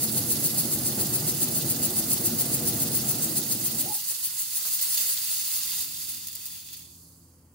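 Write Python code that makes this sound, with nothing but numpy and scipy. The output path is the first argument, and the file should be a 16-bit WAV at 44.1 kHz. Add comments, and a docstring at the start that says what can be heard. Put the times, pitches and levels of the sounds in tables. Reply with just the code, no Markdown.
"""In a workshop, close to a two-port stereo microphone, a gas torch roars under a tin can on an axle.
Steam from a bent tube spins the can; the jet screeches faintly at first and sweeps past once a turn.
Near 3.9 s the torch goes out with a short hoot. The can slows and knocks, and the tube spits water.
By 7 s the can stands still and the hiss fades to a wisp over the room's rumble and a distant machine."""
import sys
import numpy as np
from scipy import signal
from scipy.fft import rfft, irfft
from scipy.io import wavfile
from scipy.ndimage import uniform_filter1d, map_coordinates

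SR = 44100
rng = np.random.default_rng(int(sys.argv[2]) if len(sys.argv) > 2 else 0)


def wav_out(sig):
    """Save sig, one row per channel (or a flat mono array), as 16-bit PCM at SR to the path in sys.argv[1]."""
    wavfile.write(sys.argv[1], SR, np.round(np.clip(np.atleast_2d(sig).T, -1, 1) * 32767).astype(np.int16))


N = 332514
T, HZ = np.arange(N) / SR, np.fft.rfftfreq(N, 1 / SR)


# the boiler holds its pressure, surges as water reaches the tube, runs down: (time [s], level [dB])
STEAM_LEVEL = [(0.0, -29.5), (3.0, -29), (3.7, -29.5), (4.1, -30.5), (4.48, -31), (4.63, -29),
               (4.69, -28.5), (4.78, -29), (4.86, -28), (4.93, -28), (4.962, -26), (5.0, -24.5),
               (5.13, -29), (5.18, -27), (5.34, -27), (5.4, -28), (5.45, -27), (5.58, -28), (5.7, -27.5),
               (5.82, -28.5), (5.88, -33), (6.0, -33), (6.12, -33.5), (6.21, -36.5), (6.5, -39.5),
               (6.6, -40.5), (6.64, -45.3), (6.68, -41.5), (6.79, -44.5), (6.87, -49), (7.02, -51),
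               (7.3, -60), (7.52, -65.5)]
# the can spins steadily, then coasts to rest: (time [s], speed [turns/s])
CAN_SPEED = [(3.45, 7.182), (4.45, 6.311), (6.3, 2.657), (6.95, 0)]
# the beam weakens once the flame is out and breaks up as water arrives: (time [s], gain [dB])
BEAM_STRENGTH = [(0.0, -1.2), (0.45, 0.7), (0.65, -0.6), (1.3, -0.6), (1.45, 0), (1.6, -1.5), (1.85, 0.6),
                 (2.0, 0), (2.13, 1.6), (2.4, -1), (2.55, -1.8), (2.8, -1.2), (3.1, -1.2), (3.66, -1.2),
                 (4.25, -3.5), (4.57, -3.3), (4.72, -5), (5.1, -5.5), (5.3, -8.5), (5.55, -7), (5.8, -12)]
def steam(first_pass_s=.04, spent_s=6.82):
    """Close up, the jet hisses all round and throws a narrow beam that turns with the can."""
    speed = curve(CAN_SPEED)
    turn = np.cumsum(speed) / SR - first_pass_s * speed[0]
    angle = (turn + .5) % 1 - .5  # in turns, 0 towards the microphone
    strength = amp(curve(BEAM_STRENGTH) + .2 * wander(8.5))
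    wisp = .049 + .901 * onset(spent_s, .035)  # its share of the hiss grows as the pressure gives out
    jet = hiss(angle, strength, wisp) + beam(angle) * strength + glances(turn) * strength
    slowing = 1 - speed / speed[0]
    ring_level = amp(-18.5 + 13.5 * slowing) * (1 - onset(6.93, .05))  # dies just after the pressure
    ring = hollow_ring() * ring_level
    jet += spray() * amp(-11) * np.sqrt(1 - wisp)
    gusts_db = (.57 * wander(38) + .38 * wander(200)) * (1 - .5 * wisp)
    return (eddies(jet, depth_db=1.1) + ring) * amp(curve(STEAM_LEVEL) + gusts_db)


# the jet heard off its axis: (frequency [Hz], full hiss [dB], last wisp [dB])
JET_COLOUR = [(60, -38, -50), (300, -33.5, -40), (900, -22, -15.5), (1460, -17.5, -22), (2050, -15, -38),
              (2900, -14, -24), (3700, -11.5, -16), (4670, -4, -2.5), (5460, -4, -3.5), (7300, -4.5, -1.5),
              (10000, -2.5, -1.5), (13200, -3.5, -4), (15800, -2, -6)]
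# echoes off the can, the block and the floor: (frequency [Hz], width [Hz], gain [dB])
RIG_ECHOES = [(1730, 96, -3), (2020, 115, 2.5), (2310, 78, -5.5), (2830, 160, 3), (3160, 95, -2),
              (4280, 56, 4), (4940, 82, 0.5), (5570, 270, -5), (7260, 64, 2.5), (10550, 260, 1)]
def hiss(angle, strength, wisp, sway_db=1.0):
    """Escaping steam reaches the microphone from all round, weakest while the tube points away."""
    full = scattered(shape(JET_COLOUR) + bumps(RIG_ECHOES))
    spent = scattered(shape(JET_COLOUR, column=2) + bumps(RIG_ECHOES))
    facing_db = sway_db * np.sqrt(strength) * np.cos(2 * np.pi * angle)
    return (np.sqrt(1 - wisp) * full + np.sqrt(wisp) * spent) * amp(facing_db - .4)


# the jet heard on its axis, where it is brighter: (frequency [Hz], relative level [dB])
BEAM_COLOUR = [(60, -38), (250, -28), (500, -36), (900, -36), (2000, -28), (3000, -27), (3800, -22),
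               (4700, -13), (5700, -13), (7000, -10), (9200, -6.1), (11000, -6.1), (12700, -6.5),
               (15500, -3.8)]
def beam(angle, gain_db=8.5, width_turns=.12, offset_turns=.02):
    """The beam crosses the right port a little before the left, and strikes the left one harder."""
    off_axis = angle + offset_turns * np.array([[-1], [1]])
    width = width_turns * np.where(off_axis < 0, 1.2, .8)  # swells slowly, ends sharply
    skirt = .15 * np.exp(-(off_axis / .15) ** 2)
    lobe = np.sqrt(np.exp(-(off_axis / width) ** 2) + skirt)
    colour_db = shape(BEAM_COLOUR) + bumps(RIG_ECHOES)
    noise = ports(colour_db, likeness=.76, phase=shape(MIC_PORTS, column=4)) * amp([[1], [-1]])
    return noise * lobe * amp(gain_db + 1.2 * wander(250))


# where the beam strikes: (angle [turns], width [turns], frequency [Hz], left [dB], right [dB])
REFLECTIONS = [(0.23, 0.06, 7600, -26, -24), (0.33, 0.092, 4600, -9.5, -9), (0.39, 0.042, 10800, -7, 0.5),
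               (0.62, 0.092, 10800, -18, -1.5)]
def glances(turn):
    """Once a turn the beam glances off the floor and the block, each with its own colour and side."""
    sound = np.zeros((2, N))
    for at, width, hz, left_db, right_db in REFLECTIONS:
        noise = band(rng.standard_normal((2, N)), hz, octave_db=-22)
        off_axis = (turn - at + .5) % 1 - .5
        sound += noise * amp([[left_db], [right_db]]) * np.exp(-.5 * (off_axis / width) ** 2)
    return sound


# resonances of the tube and the can: (frequency [Hz], width [Hz], gain [dB])
CAN_MODES = [(1940, 100, 3.5), (2610, 52, 8.5), (2820, 46, 8), (3254, 65, 5.5), (3533, 71, 10.5),
             (3726, 58, 8), (4670, 140, 7), (6700, 130, 10), (7030, 140, 11)]
def hollow_ring(sag=.033, sag_s=6.5):
    """A slow, wet jet rings the tube and the hollow can; the pitch sinks a little near the end."""
    ring = scattered(shape(JET_COLOUR) + bumps(CAN_MODES) - 10 * octaves_from(3300) ** 2)
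    clock = np.cumsum(1 - sag * onset(sag_s, .0808))
    return np.array([map_coordinates(port, [clock], order=3, mode="wrap") for port in ring])


def spray(drops_per_s=700, spread_db=1):
    """Tiny clicks of droplets torn apart in the jet, some larger than others."""
    size = amp(spread_db * np.minimum(rng.exponential(1, N), 5))
    torn = rng.random(N) < drops_per_s / SR
    clicks = unit(size * torn * rng.choice([-1., 1.], (2, N)))
    return scattered(shape(JET_COLOUR) + bumps(RIG_ECHOES), clicks)


def eddies(jet, depth_db):
    """Eddies lift and drop patches of the spectrum, each about 1.5 kHz by 25 ms."""
    spectra = signal.stft(jet, nperseg=256)[2]
    patches = uniform_filter1d(rng.standard_normal(spectra.shape[1:]), size=9, axis=0)
    patches = uniform_filter1d(patches, size=8, axis=1)
    return signal.istft(spectra * amp(depth_db * unit(patches)), nperseg=256)[1][:, :N]


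# the flame under the can: (frequency [Hz], relative level [dB])
ROAR_COLOUR = [(10.0, -50), (25.0, -36.1), (45.0, -33.5), (80.0, -14.5), (125.0, 0.0), (230.0, -0.8),
               (350.0, -11), (450.0, -18.5), (800.0, -21), (1000.0, -26), (1600.0, -26), (3000.0, -35.5),
               (8000.0, -29.5)]
# standing waves and floor echo between flame and microphone: (frequency [Hz], width [Hz], gain [dB])
ROOM_MODES = [(56.4, 5.1, 8), (65.6, 3.0, -4), (81.5, 15, 4), (93, 4, -4), (129.5, 3.4, 1.5),
              (187, 13.8, -6), (216, 8.4, 2), (283, 5, 3.5), (323.6, 8.5, 8.5), (367, 14.7, 7.5),
              (416, 4, 3), (438.5, 9, -10), (475, 30, 9.5), (523, 7, -13), (572, 11, 7.5), (620, 7, 8.5),
              (691, 36, 6), (818, 15, 7.5), (885, 14, 4), (1170, 14, 5.5), (1264, 12, 6), (1415, 30, 3.5)]
# the valve is open, then closed gradually: (time [s], level [dB])
FLAME_LEVEL = [(0.0, -35), (0.9, -33.5), (2.0, -34), (2.6, -33.5), (3.12, -33), (3.45, -37.5), (3.9, -40.5)]
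def torch(out_s=3.908, fade_s=.016, flutter_db=1.0, surge_db=.1):
    """Turbulent combustion, coloured by the room; it sinks as the valve closes, then goes out."""
    age = np.maximum(T - out_s, 0)
    burning = np.maximum(np.exp(-age / fade_s), amp(-12) * np.exp(-age / .12))  # the room rings on
    roar = scattered(shape(ROAR_COLOUR) + bumps(ROOM_MODES))
    return roar * burning * amp(curve(FLAME_LEVEL) + flutter_db * wander(25) + surge_db * wander(4.2))


# water leaving the tube: (time [s], level [dB], hold [s], decay [s], share that rings hollow [0-1])
WATER_SLUGS = [(4.651, -26, 0.028, .015, 0), (4.743, -31, 0.032, .008, 0), (4.791, -29, .003, 0.0067, .5),
               (4.811, -21.5, 0.023, 0.018, 0), (4.94, -24, .012, .005, 0), (4.972, -22, .01, .018, 0.12),
               (5.003, -26.5, .025, 0.013, 0), (5.06, -29, 0.087, .012, 0), (5.172, -25, .002, 0.0033, .7),
               (5.942, -31, .002, .003, .1), (6, -33, .002, .003, 0), (6.063, -32, .001, .002, 0.1),
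               (6.088, -31, .012, .006, 0), (6.17, -28, .002, .004, 0), (6.235, -39.5, .006, .008, 0),
               (6.269, -29, 0.0054, 0.0057, 0), (6.283, -31, .003, 0.0045, 0.08),
               (6.328, -33, .003, .005, 0.03), (6.351, -29.5, .004, .007, 0.01),
               (6.455, -29.5, .006, .011, 0), (6.686, -39, .002, .003, 0.3),
               (6.727, -35.5, .008, .012, 0.06), (6.741, -45, .008, .007, 0.8), (6.766, -39, .006, .012, 0),
               (6.789, -43, .004, .008, 0.1)]
def spits(attack_s=.0012, tilt_db_per_octave=2):
    """Each slug of water gives a bright, ragged burst of hiss; some also ring the can."""
    fizz = scattered(shape(JET_COLOUR) + bumps(RIG_ECHOES) + tilt_db_per_octave * octaves_from(8000))
    ring = hollow_ring()
    sound = np.zeros((2, N))
    for start, db, hold, decay, share in WATER_SLUGS:
        age = np.maximum(T - start, 0)
        burst = amp(db) * (1 - np.exp(-age / attack_s)) * np.exp(-np.maximum(age - hold, 0) / decay)
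        sound += burst * (np.sqrt(1 - share) * fizz + np.sqrt(share) * ring)
    sound *= amp(1.1 * wander(400))
    return sound + amp(-10) * echoes(sound, t60=.95)


def screech(pitch_hz=11240, level_db=-36.5, end_s=.91):
    """At full pressure the jet feeds back faintly on the lip of the tube, then loses the note."""
    tone = np.array([fuzzy(np.full(N, pitch_hz), width_hz=350) for _ in range(2)])
    return tone * amp(level_db) * amp([[-3], [1]]) * (1 - onset(end_s, .06))  # louder on the right


# the note of the dying flame: (time [s], pitch [Hz], level [dB])
BURNER_NOTE = [(3.775, 580, -62), (3.8, 590, -53), (3.848, 590, -52), (3.861, 705, -44.5),
               (3.872, 805, -45.5), (3.893, 850, -46), (3.901, 865, -40), (3.929, 820, -44),
               (3.952, 830, -49), (3.975, 850, -54), (3.998, 860, -56.5), (4.02, 860, -70)]
def hoot(flutter_s=3.929, flutter_hz=44):
    """The flame draws back into the burner tube, which sings a rough, rising tone and flutters out."""
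    pitch = curve(BURNER_NOTE) * (1 + .015 * wander(80))
    pure = np.sqrt(2) * np.sin(2 * np.pi * np.cumsum(pitch) / SR)
    tone = unit(pure + amp(-3) * fuzzy(pitch, width_hz=100))
    flutter = np.where(T > flutter_s, abs(np.cos(np.pi * flutter_hz * (T - flutter_s))), 1)
    singing = (T > BURNER_NOTE[0][0]) * (T < BURNER_NOTE[-1][0])
    tone *= flutter * amp(curve(BURNER_NOTE, column=2)) * singing
    return tone + amp(-13) * echoes(tone, t60=.25)


# the rig knocks lightly as the can slows: (time [s], level [dB], frequency [Hz], decay [s])
AXLE_KNOCKS = [(4.106, -57, 500, 0.025), (4.262, -53.5, 200, 0.018), (4.651, -46, 830, 0.016),
               (4.99, -53, 400, 0.022), (5.15, -58, 160, 0.03)]
def knocks():
    """Short, dull thuds of the axle in its brackets, centred between the ports."""
    sound = np.zeros(N)
    for start, db, hz, decay in AXLE_KNOCKS:
        thud = band(rng.standard_normal(N), hz, octave_db=-6)
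        sound += thud * amp(db) * (T > start) * np.exp(-abs(T - start) / decay)
    return sound + amp(-7) * echoes(sound, t60=.33)


# partials of the drone: (multiple of the speed [1], early level [dB], late level [dB])
MACHINE_PARTIALS = [(3, -80, -76), (4, -67, -63), (5, -74, -78), (6, -73, -76), (7, -73, -75),
                    (8, -66, -65), (9, -80, -77), (11, -70, -72), (12, -75, -82), (13, -73, -67.5),
                    (14, -77, -82), (16, -71.5, -78), (21, -88, -84), (24, -87, -82)]
# the machine's rotation: (time [s], speed [turns/s])
MACHINE_ROTATION = [(4.7, 21.4), (5.6, 21.25), (6.6, 21.0), (7.5, 20.9)]
# the drone swells and sinks: (time [s], gain [dB])
MACHINE_GAIN = [(4.55, -11), (4.8, -2), (5.3, -7), (5.7, 0), (6.1, 1.5), (6.5, -5.5), (6.85, 0),
                (7.5, -2.5)]
def machine(shift_s=6.1, waver_db=2.0):
    """Far from the microphone a machine drones, changing colour as it slowly loses speed."""
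    phase = 2 * np.pi * np.cumsum(curve(MACHINE_ROTATION)) / SR
    late = onset(shift_s, .071)
    drone = np.zeros(N)
    for multiple, early_db, late_db in MACHINE_PARTIALS:
        level = amp(early_db + (late_db - early_db) * late + waver_db * wander(1.3))
        drone += level * np.sin(multiple * phase + 2 * np.pi * rng.random() + .5 * wander(2.6))
    return np.sqrt(2) * amp(curve(MACHINE_GAIN)) * drone


# the room's rumble: (frequency [Hz], relative level [dB])
RUMBLE_COLOUR = [(18, -43), (30, -30), (70, -6), (171, -5), (198, -11), (271, -8), (303, -17.5),
                 (339, -7.5), (365, -16.5), (509, -19), (700, -23.5), (1050, -21.5), (1600, -29.5),
                 (2500, -34.5), (3250, -33), (5500, -117)]
# its slow rise and fall: (time [s], level [dB])
RUMBLE_SWELL = [(4.4, -63), (4.8, -63), (5.7, -61.5), (6.5, -63.5), (7.1, -61.5)]
def room_tone(mains_hz=119.4, mains_db=-70):
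    """Behind everything, a mains hum in the centre and a dull rumble from all round."""
    mains = np.sqrt(2) * amp(mains_db) * np.sin(2 * np.pi * mains_hz * T + .31 * wander(4.4))
    return mains + amp(curve(RUMBLE_SWELL)) * scattered(shape(RUMBLE_COLOUR))


def echoes(x, t60):
    """The workshop's tail, different at each port; it falls 60 dB in t60 seconds."""
    t = T[:SR // 2]
    tail = rng.standard_normal((2, len(t))) * amp(-60 * t / t60) * (t > .006)
    return signal.fftconvolve(np.atleast_2d(x), tail / np.linalg.norm(tail[0]), axes=1)[:, :N]


# how the microphone's two ports differ: (frequency [Hz], left over right [dB],
# likeness of scattered sound [0-1], its phase lag [rad], phase lag of the beam [rad])
MIC_PORTS = [(100.0, 1.53, 0.99, 0.22, 0.21), (350.0, 1.95, 0.97, 0.2, 0.22),
             (800.0, 2.3, 0.69, 0.27, 0.16), (1500.0, 2.2, 0.37, 1.04, 1.5),
             (2600.0, 5.79, 0.32, 0.17, 0.45), (3400.0, 2.1, 0.42, -0.6, -0.09),
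             (4100.0, -2.54, 0.46, -0.15, 0.7), (4900.0, -4.99, 0.38, 1.01, 2.53),
             (5900.0, 2.85, 0.12, 1.0, 2.88), (7400.0, -10.28, 0.09, 0.87, 3.68),
             (9300.0, -8.08, 0.05, 2.8, 6.34), (11500.0, -4.14, 0.04, 2.42, 8.19),
             (13500.0, 1.11, 0.13, 3.36, 9.48), (15500.0, 3.54, 0.03, 3.15, 10.11)]
def ports(colour_db, likeness, phase, drive=None):
    """Two unrelated signals (noise by default), coloured and blended into the two ports at rms 1."""
    left, other = rfft(rng.standard_normal((2, N)) if drive is None else drive)
    likeness = np.clip(likeness, 0, .998)
    right = (likeness * left + np.sqrt(1 - likeness ** 2) * other) * np.exp(-1j * phase)
    lean = amp(shape(MIC_PORTS) / 2)
    pair = np.array([left * lean, right / lean]) / np.hypot(lean, 1 / lean)
    return unit(irfft(pair * amp(colour_db), N))


def scattered(colour_db, drive=None):
    """Sound that reaches the microphone from all round the room."""
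    return ports(colour_db, shape(MIC_PORTS, column=2), shape(MIC_PORTS, column=3), drive)


def amp(db):
    return 10 ** (np.asarray(db) / 20)


def unit(x):
    return x / np.sqrt(np.mean(x ** 2) + 1e-20)


def octaves_from(hz):
    return np.log2((HZ + 1) / hz)


def curve(rows, column=1):
    """One column of a time table, at every sample."""
    rows = np.array(rows)
    return np.interp(T, rows[:, 0], rows[:, column])


def shape(rows, column=1):
    """One column of a frequency table, at every bin."""
    rows = np.array(rows)
    return np.interp(np.log(HZ + 1), np.log(rows[:, 0]), rows[:, column])


def bumps(rows):
    """Sum of bell-shaped peaks and dips, in dB at every bin."""
    return sum(db * np.exp(-.5 * ((HZ - hz) / width) ** 2) for hz, width, db in rows)


def onset(centre_s, spread_s):
    """A smooth step from 0 to 1."""
    return .5 + .5 * np.tanh((T - centre_s) / (2 * spread_s))


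def wander(rate_hz):
    """Random drift of rms 1, up to the given rate."""
    return unit(irfft(rfft(rng.standard_normal(N)) / (1 + (HZ / rate_hz) ** 4), N))


def band(noise, hz, octave_db):
    """Noise filtered round hz, rms 1; octave_db is the relative gain one octave to either side."""
    return unit(irfft(rfft(noise) * amp(octave_db * octaves_from(hz) ** 2), N))


def fuzzy(pitch_hz, width_hz):
    """A narrow band of noise, rms 1, that follows a pitch curve."""
    phase = 2 * np.pi * np.cumsum(pitch_hz) / SR
    return wander(width_hz) * np.cos(phase) + wander(width_hz) * np.sin(phase)


def scene():
    """The torch and the spinning can in front, the workshop behind."""
    return torch() + hoot() + steam() + screech() + spits() + knocks() + machine() + room_tone()


def record(dry, edge_hz=15790):
    """The microphone ports resonate in the top treble; then the recorder's band limit."""
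    resonance_db = bumps([(15100, 600, 3.2), (15680, 220, 3.2)])
    bright = irfft(rfft(dry) * amp(resonance_db), N)
    lowpass = signal.firwin(1001, edge_hz, window=("kaiser", 9), fs=SR)
    return signal.oaconvolve(bright, lowpass[None], "same")


dry = scene()
out = record(dry)
wav_out(out)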